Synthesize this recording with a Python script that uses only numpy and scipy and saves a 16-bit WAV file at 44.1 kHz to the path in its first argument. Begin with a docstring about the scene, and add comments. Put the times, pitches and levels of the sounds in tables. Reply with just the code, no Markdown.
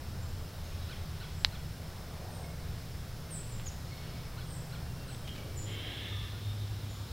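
"""A still autumn wood: far traffic rumbles and drones under a faint hiss, and from the start small
birds whistle thin chirps, many of them falling, that scatter among the trunks. A squirrel gives three
raspy clucks, and at 1.4 s, before the last of them, one sharp click sounds right at the microphone.
A few faint ticks follow as bits drop on dry leaves, and the squirrel clucks three times more.
Near the end a hawk screams once, hoarse and far off."""
import sys
import numpy as np
from scipy import signal
from scipy.fft import rfft, irfft
from scipy.io import wavfile
from scipy.ndimage import uniform_filter1d

SR = 44100
rng = np.random.default_rng(int(sys.argv[2]) if len(sys.argv) > 2 else 0)


def store_pcm(level_fs):
    """Save levels as 16-bit WAV."""
    pcm = np.round(np.clip(level_fs, -1, 1) * 32767).astype(np.int16)
    wavfile.write(sys.argv[1], SR, np.atleast_2d(pcm).T)


N = 313992
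TIME = np.arange(N) / SR


def gain_of(db):
    """Decibels to gain."""
    return 10 ** (np.asarray(db) / 20)


def unit_rms(x):
    """Scales to rms 1."""
    return x / np.sqrt(np.mean(x ** 2) + 1e-20)


def read(points, hz):
    """Reads a table on a log-frequency axis."""
    f, value = np.transpose(points)
    return np.interp(np.log(hz + 1), np.log(f + 1), value)


def add(mix, s, sound):
    """Mixes a sound in at time s."""
    part = mix[max(round(s * SR), 0):][:len(sound)]
    part += sound[:len(part)]


def coloured(x, colour):
    """Filters by a table of (frequency [Hz], gain [dB])."""
    return irfft(rfft(x) * gain_of(read(colour, np.fft.rfftfreq(len(x), 1 / SR))), len(x))


def wander(rate_hz):
    """Smooth random drift of rms 1, as long as the scene."""
    hz = np.fft.rfftfreq(N, 1 / SR)
    return unit_rms(irfft(rfft(rng.standard_normal(N)) * np.exp(-(hz / rate_hz) ** 2), N))


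def impulse(colour, size=2048):
    """The shortest causal pulse of a given colour, peak 1."""
    log_gain = np.log(gain_of(read(colour, abs(np.fft.fftfreq(size, 1 / SR)))))
    minimum_phase = np.exp(np.conj(signal.hilbert(log_gain)))
    pulse = np.fft.ifft(minimum_phase).real[:size // 2]
    return pulse / abs(pulse).max()


def trunks(x, echoes_per_s=1500, build_s=0.0032):
    """Many small echoes reach the microphone from the trunks around it; the treble dies first."""
    # decay of the wood: (frequency [Hz], time to fall 60 dB [s])
    decay_times = [(500, 0.98), (3000, 1.08), (7000, 0.82), (10000, 0.52), (14000, 0.18)]
    taps = rng.standard_normal(SR) * (rng.random(SR) < echoes_per_s / SR)
    taps *= 1 - np.exp(-TIME[:SR] / build_s)
    hz, t, spectra = signal.stft(taps, SR, nperseg=256)
    decay = gain_of(-60 * t / read(decay_times, hz)[:, None])
    tail = signal.istft(spectra * decay, SR)[1]
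    return signal.fftconvolve(x, tail / np.linalg.norm(tail))[:N]


def air(trim_db=-0.93, patchy_db=0.83, shift_s=(5.7, 6.1), swell_half_s=0.19, swell_hz=3000, size=4096):
    """The bed of the wood: rumble and hiss, the wash of far tyres and brief swells of high hiss."""
    # the bed before and after its colour shifts: (frequency [Hz], level before trim [dB per Hz])
    early_colour = [(5, -74), (11, -66), (22, -59), (34, -71), (80, -59.5), (100, -64.5), (128, -64),
                    (200, -74), (290, -81), (400, -81), (720, -83.5), (1000, -86.5), (1400, -87),
                    (2600, -93), (3900, -91.5), (4650, -92), (7500, -99), (15500, -100)]
    late_colour = [(15, -86), (27, -76), (60, -60), (105, -59), (150, -70.5), (220, -75.5), (330, -80),
                   (520, -83.5), (1000, -86), (2600, -91.5), (3700, -86.5), (4600, -91), (7500, -99),
                   (15500, -100)]
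    # a narrow rise in the hiss: (frequency [Hz], width [Hz], lift [dB])
    hiss_peak = (5285, 290, 5.3)
    # far tyres swell and ebb: (time [s], half length [s], frequency [Hz], lift [dB])
    tyres = [(0.25, 0.28, 745, 2), (2.28, 0.25, 660, 6.3), (4.6, 0.42, 664, 1.5), (5.703, 0.51, 374, 5.5)]
    # brief swells of high hiss, a faint raspy call at 0.85 s, then breeze: (time [s], lift [dB])
    hiss_swells = [(0.85, 3.3), (1.25, 2.5), (2.8, 1.5), (4.12, 4)]
    overlap = size * 3 // 4
    hz, t, spectra = signal.stft(rng.standard_normal(N), SR, nperseg=size, noverlap=overlap)
    hz = hz[:, None]
    late = np.interp(t, shift_s, (0, 1))
    bed_db = read(early_colour, hz) * (1 - late) + read(late_colour, hz) * late
    peak_hz, width_hz, lift_db = hiss_peak
    bed_db += lift_db * np.exp(-((hz - peak_hz) / width_hz) ** 2)
    for s, half_s, centre_hz, db in tyres + [(s, swell_half_s, swell_hz, db) for s, db in hiss_swells]:
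        bed_db += db * np.exp(-((t - s) / half_s) ** 2 - (np.log((hz + 1) / centre_hz) / 0.49) ** 2)
    patches = uniform_filter1d(rng.standard_normal(spectra.shape), size=30, axis=0)
    patches = unit_rms(uniform_filter1d(patches, size=5, axis=1))  # bands drift in level
    bed_db += patchy_db * patches / (1 + (hz / 5000) ** 4)  # the top hiss is smooth
    bed = signal.istft(spectra * gain_of(bed_db + trim_db), SR, noverlap=overlap)[1]
    return bed[:N] * np.sqrt(SR / 2)


def engines(waver_hz=0.94, flutter=0.24, fade_s=0.29):
    """Far engine notes fade in, draw nearer or recede, and flutter on their way through the air."""
    # drones: (start [s], end [s], pitch [Hz], level halfway [dB], growth [dB per s])
    drones = [(-.1, 1.8, 84.87, -46.5, -1), (0.8, 5.5, 159.4, -51.5, .7), (2.75, 5.4, 120.3, -50, 1.5),
              (4.35, 5.9, 132, -49.5, -2), (5.36, 7.1, 101.9, -41, 4)]
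    out = np.zeros(N)
    for start, end, hz, db, growth in drones:
        fade = np.clip(np.minimum(TIME - start, end - TIME) / fade_s, 0, 1)
        level = gain_of(db + growth * (TIME - (start + end) / 2)) * fade
        turns = np.cumsum(hz + waver_hz * wander(2.9)) / SR
        out += level * (1 + flutter * wander(4.9)) * np.sqrt(2) * np.sin(2 * np.pi * turns)
    return out


def leaves(wet_db=-8, crumple_db=-3, crackles_per_s=700, stir_per_s=14, stir_db=-53):
    """Bits drop on dry leaves with a tick and a short crumple; far fainter ones stir all the time."""
    # falling bits: (time [s], peak [dB], length of the crumple [s])
    ticks = [(1.96, -45.5, .02), (3.29, -47, .02), (3.598, -40.5, .02), (3.6692, -35.5, .002),
             (5.1472, -38, .004), (5.275, -38.5, .02), (5.352, -40.5, .04)]
    # ring of a dry leaf: (frequency [Hz], gain [dB])
    leaf_colour = [(300, -28), (1200, -7), (3400, 0), (4800, -9.5), (8000, -22), (15000, -30)]
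    hits = gain_of(stir_db) * rng.standard_normal(N) * (rng.random(N) < stir_per_s / SR)
    for s, db, length in ticks:
        size = round(length * SR) + 1
        crumple = gain_of(crumple_db) * rng.standard_normal(size)
        crumple *= rng.random(size) < crackles_per_s / SR
        crumple[0] = 1  # the landing itself
        add(hits, s, gain_of(db) * crumple)
    out = signal.fftconvolve(hits, impulse(leaf_colour))[:N]
    return out + gain_of(wet_db) * trunks(out)


def bird_notes(slide_s=0.084, slide_bend=.9, sag=0.0156, chip_bend=0.62, chip_top=0.34, chip_wet_db=-10.5):
    """Slides, whistles and chips; yields (time [s], pitch curve [Hz], level [dB], echo share [dB])."""
    # thin falling calls, and a low falling note under the hawk's scream at 6.1 s: (time [s], length [s], top
    # pitch [Hz], end pitch [Hz], level [dB])
    slides = [(1.351, 0.066, 8000, 7350, -66), (2.28, .14, 8750, 8150, -65.5),
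              (3.297, .075, 9400, 7200, -46.5), (3.513, .024, 7700, 7100, -55),
              (4.452, 0.13, 8750, 7170, -58.5), (5.064, .064, 8800, 7750, -61.5),
              (5.265, .035, 3150, 2750, -56), (5.558, 0.019, 8300, 6940, -54),
              (6.095, .075, 1320, 1110, -61)]
    # nearly level whistles further off: (time [s], length [s], pitch [Hz], level [dB])
    whistles = [(0.213, .04, 7300, -65), (0.62, .068, 6450, -66), (0.815, .015, 3900, -58),
                (2.435, .015, 2170, -57.5), (3.828, .19, 4330, -68), (3.914, .02, 2200, -58),
                (4.1, 0.11, 2230, -67), (4.799, 0.31, 2750, -72), (5.245, .03, 3200, -54),
                (5.335, .05, 2290, -57.5), (5.571, .024, 7090, -45), (6.281, 0.073, 1430, -67),
                (6.4, 0.09, 3650, -60), (6.887, .03, 7050, -58.5)]
    # arched chips of one bird close by: (time [s], length [s], top pitch [Hz], level [dB])
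    chips = [(3.484, .028, 9850, -60), (3.655, .043, 6840, -43.5)]

    def progress(length):
        return np.linspace(0, 1, round(length * SR))

    def wet_db(db):
        return 3 + .15 * (-53 - db)  # fainter calls are further off and wetter

    for s, length, top_hz, end_hz, db in slides:
        # the top note is held until the slide, which takes at most slide_s
        slide = np.clip(1 - (1 - progress(length)) * max(length / slide_s, 1), 0, 1)
        yield s, top_hz + (end_hz - top_hz) * slide ** slide_bend, db, wet_db(db)
    for s, length, hz, db in whistles:
        yield s, hz * (1 - sag * (progress(length) - .5)), db, wet_db(db)
    for s, length, top_hz, db in chips:
        yield s, top_hz * (1 - chip_bend * (progress(length) - chip_top) ** 2), db, chip_wet_db


def birds(quaver=0.0155, quaver_at_hz=8000, overtone_db=-22, echo_stop_s=5.76):
    """Each note is a near-pure whistle that swells and fades, then scatters among the trunks."""
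    direct, early, late = np.zeros((3, N))
    wobble = wander(255)
    for s, hz, db, wet_db in bird_notes():
        depth = quaver * hz / quaver_at_hz  # high notes quaver most
        hz = hz * (1 + depth * wobble[round(s * SR):][:len(hz)])
        phase = 2 * np.pi * np.cumsum(hz) / SR
        swell = np.sin(np.linspace(0, np.pi, len(hz)))
        tone = np.sin(phase) + gain_of(overtone_db) * np.sin(2 * phase)
        note = gain_of(db) * np.sqrt(2) * swell * tone
        add(direct, s, note)
        add(late if s > echo_stop_s else early, s, note * gain_of(wet_db))
    gate = np.clip((echo_stop_s - TIME) / .01, 0, 1)  # the echoes of the earlier notes stop short
    return direct + gate * trunks(early) + trunks(late)


def squirrel(rasp=.03, direct_db=-1.5, wet_db=-7.5):
    """A cluck is a raspy squeak whose harmonics arch and drop through the resonances of the muzzle."""
    # two runs of clucks: (time [s], relative level [dB], change over the cluck [dB])
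    clucks = [(0.887, -49, -1), (1.199, -49.5, -3), (1.516, -51.5, -2.5), (4.373, -48, -11),
              (4.717, -48.5, -10), (5.08, -50.5, -10)]
    # arch of one cluck: (time [s], pitch [Hz])
    arch = [(0, 1250), (.012, 1400), (.022, 1540), (.034, 1230), (.062, 930)]
    # resonances of the muzzle: (frequency [Hz], gain [dB])
    muzzle = [(700, -29), (1150, -10), (1500, 0.5), (1950, -8), (2450, -2), (2850, -10), (3300, 3.5),
              (3650, -4), (4100, 1), (4700, -14), (7000, -35)]
    out, jitter = np.zeros(N), wander(460)
    t = np.arange(0, arch[-1][0], 1 / SR)
    pitch_hz = np.interp(t, *np.transpose(arch))
    for s, db, fading_db in clucks:
        push = signal.windows.tukey(len(t), .3) * gain_of(fading_db * t / t[-1])
        turns = np.cumsum(pitch_hz * (1 + rasp * jitter[round(s * SR):][:len(t)])) / SR
        voice = sum(np.sin(2 * np.pi * k * turns) for k in range(1, 4))
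        add(out, s, gain_of(db) * unit_rms(coloured(voice, muzzle)) * push)
    return gain_of(direct_db) * out + gain_of(wet_db) * trunks(out)


def hawk(level_db=-45.5, rasp=.058, fundamental_db=-6, breath_db=-8.5, direct_db=-1, wet_db=-5):
    """A far, hoarse scream, strongest on its second harmonic, climbs ever faster and clears as it sags."""
    # resonances of the throat: (frequency [Hz], gain [dB])
    throat = [(900, -15), (1450, -12.5), (1800, -4), (2150, 1), (2450, -6.5), (2800, 1), (3150, -1.5),
              (3550, -2.5), (3750, -3), (4050, -2.5), (4450, -26), (7000, -47)]
    start_s, strongest_s, crest_s, end_s = 5.65, 5.95, 6.11, 6.317
    attack_s, release_s, taper_db_per_s = .035, .13, 11
    low_hz, top_hz, sag_hz_per_s = 1555, 1796, 550
    hoarse, clear, clear_after_s, clear_half_s = .77, .28, 0.057, .04  # roughness dips after the crest
    t = np.clip(TIME, start_s, end_s)
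    age, past_crest = t - start_s, t - crest_s
    climb = np.minimum(age / (crest_s - start_s), 1) ** 2
    hz = low_hz + (top_hz - low_hz) * climb - sag_hz_per_s * np.maximum(past_crest, 0)
    rough = hoarse + (clear - hoarse) * np.exp(-((past_crest - clear_after_s) / clear_half_s) ** 2)
    envelope = np.minimum(age / attack_s, 1) * np.minimum((end_s - t) / release_s, 1)
    turns = np.cumsum(hz * (1 + rasp * rough * wander(302))) / SR
    tone = np.sin(2 * np.pi * 2 * turns) + gain_of(fundamental_db) * np.sin(2 * np.pi * turns)
    breath = unit_rms(coloured(rng.standard_normal(N), throat))
    voice = unit_rms(coloured(tone, throat)) * (1 - rough / 2) + gain_of(breath_db) * 2 * rough * breath
    call = gain_of(level_db - taper_db_per_s * abs(t - strongest_s)) * envelope * unit_rms(voice)
    return gain_of(direct_db) * call + gain_of(wet_db) * trunks(call)


def click(at_s=1.44795, peak_db=-3, wet_db=-36):
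    """One dry snap at the microphone, a rattle of close reflections and a faint return from the ground."""
    # colour of the snap: (frequency [Hz], gain [dB])
    snap_colour = [(150, -49), (400, -25), (700, -15.5), (1700, -7.5), (3000, -6.5), (4100, 0), (5000, -6),
                   (6200, -19.5), (8300, -37), (10500, -27), (13000, -35), (16000, -40)]
    close, ground = (-15, 0.0011), (-18.5, .012)  # reflections: (level [dB], decay [s])
    snap, t = np.zeros(N), TIME[:SR // 10]
    add(snap, at_s, gain_of(peak_db) * impulse(snap_colour))
    out = snap + gain_of(wet_db) * trunks(snap)
    for db, decay_s in (close, ground):
        taps = rng.standard_normal(len(t)) * np.exp(-t / decay_s) * (t > .0006)
        out += gain_of(db) * signal.fftconvolve(snap, taps / np.linalg.norm(taps))[:N]
    return out


def scene():
    """Everything sits in the middle; only a faint hiss differs between left and right."""
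    # hiss in the side channel: (frequency [Hz], level [dB per Hz])
    side_hiss = [(25, -100), (70, -110), (170, -117), (380, -104), (700, -107), (1500, -116), (4400, -116),
                 (7000, -107.5), (15000, -106)]
    mid = air() + engines() + birds() + squirrel() + hawk() + click() + leaves()
    side = coloured(rng.standard_normal(N), side_hiss) * np.sqrt(SR / 2)
    return np.array([mid + side, mid - side])


def record(dry):
    """The recorder cuts off the highest treble."""
    lowpass = signal.firwin(511, cutoff=15850, window=("kaiser", 9), fs=SR)
    return signal.oaconvolve(dry, lowpass[None], "same")


dry = scene()
out = record(dry)
store_pcm(out)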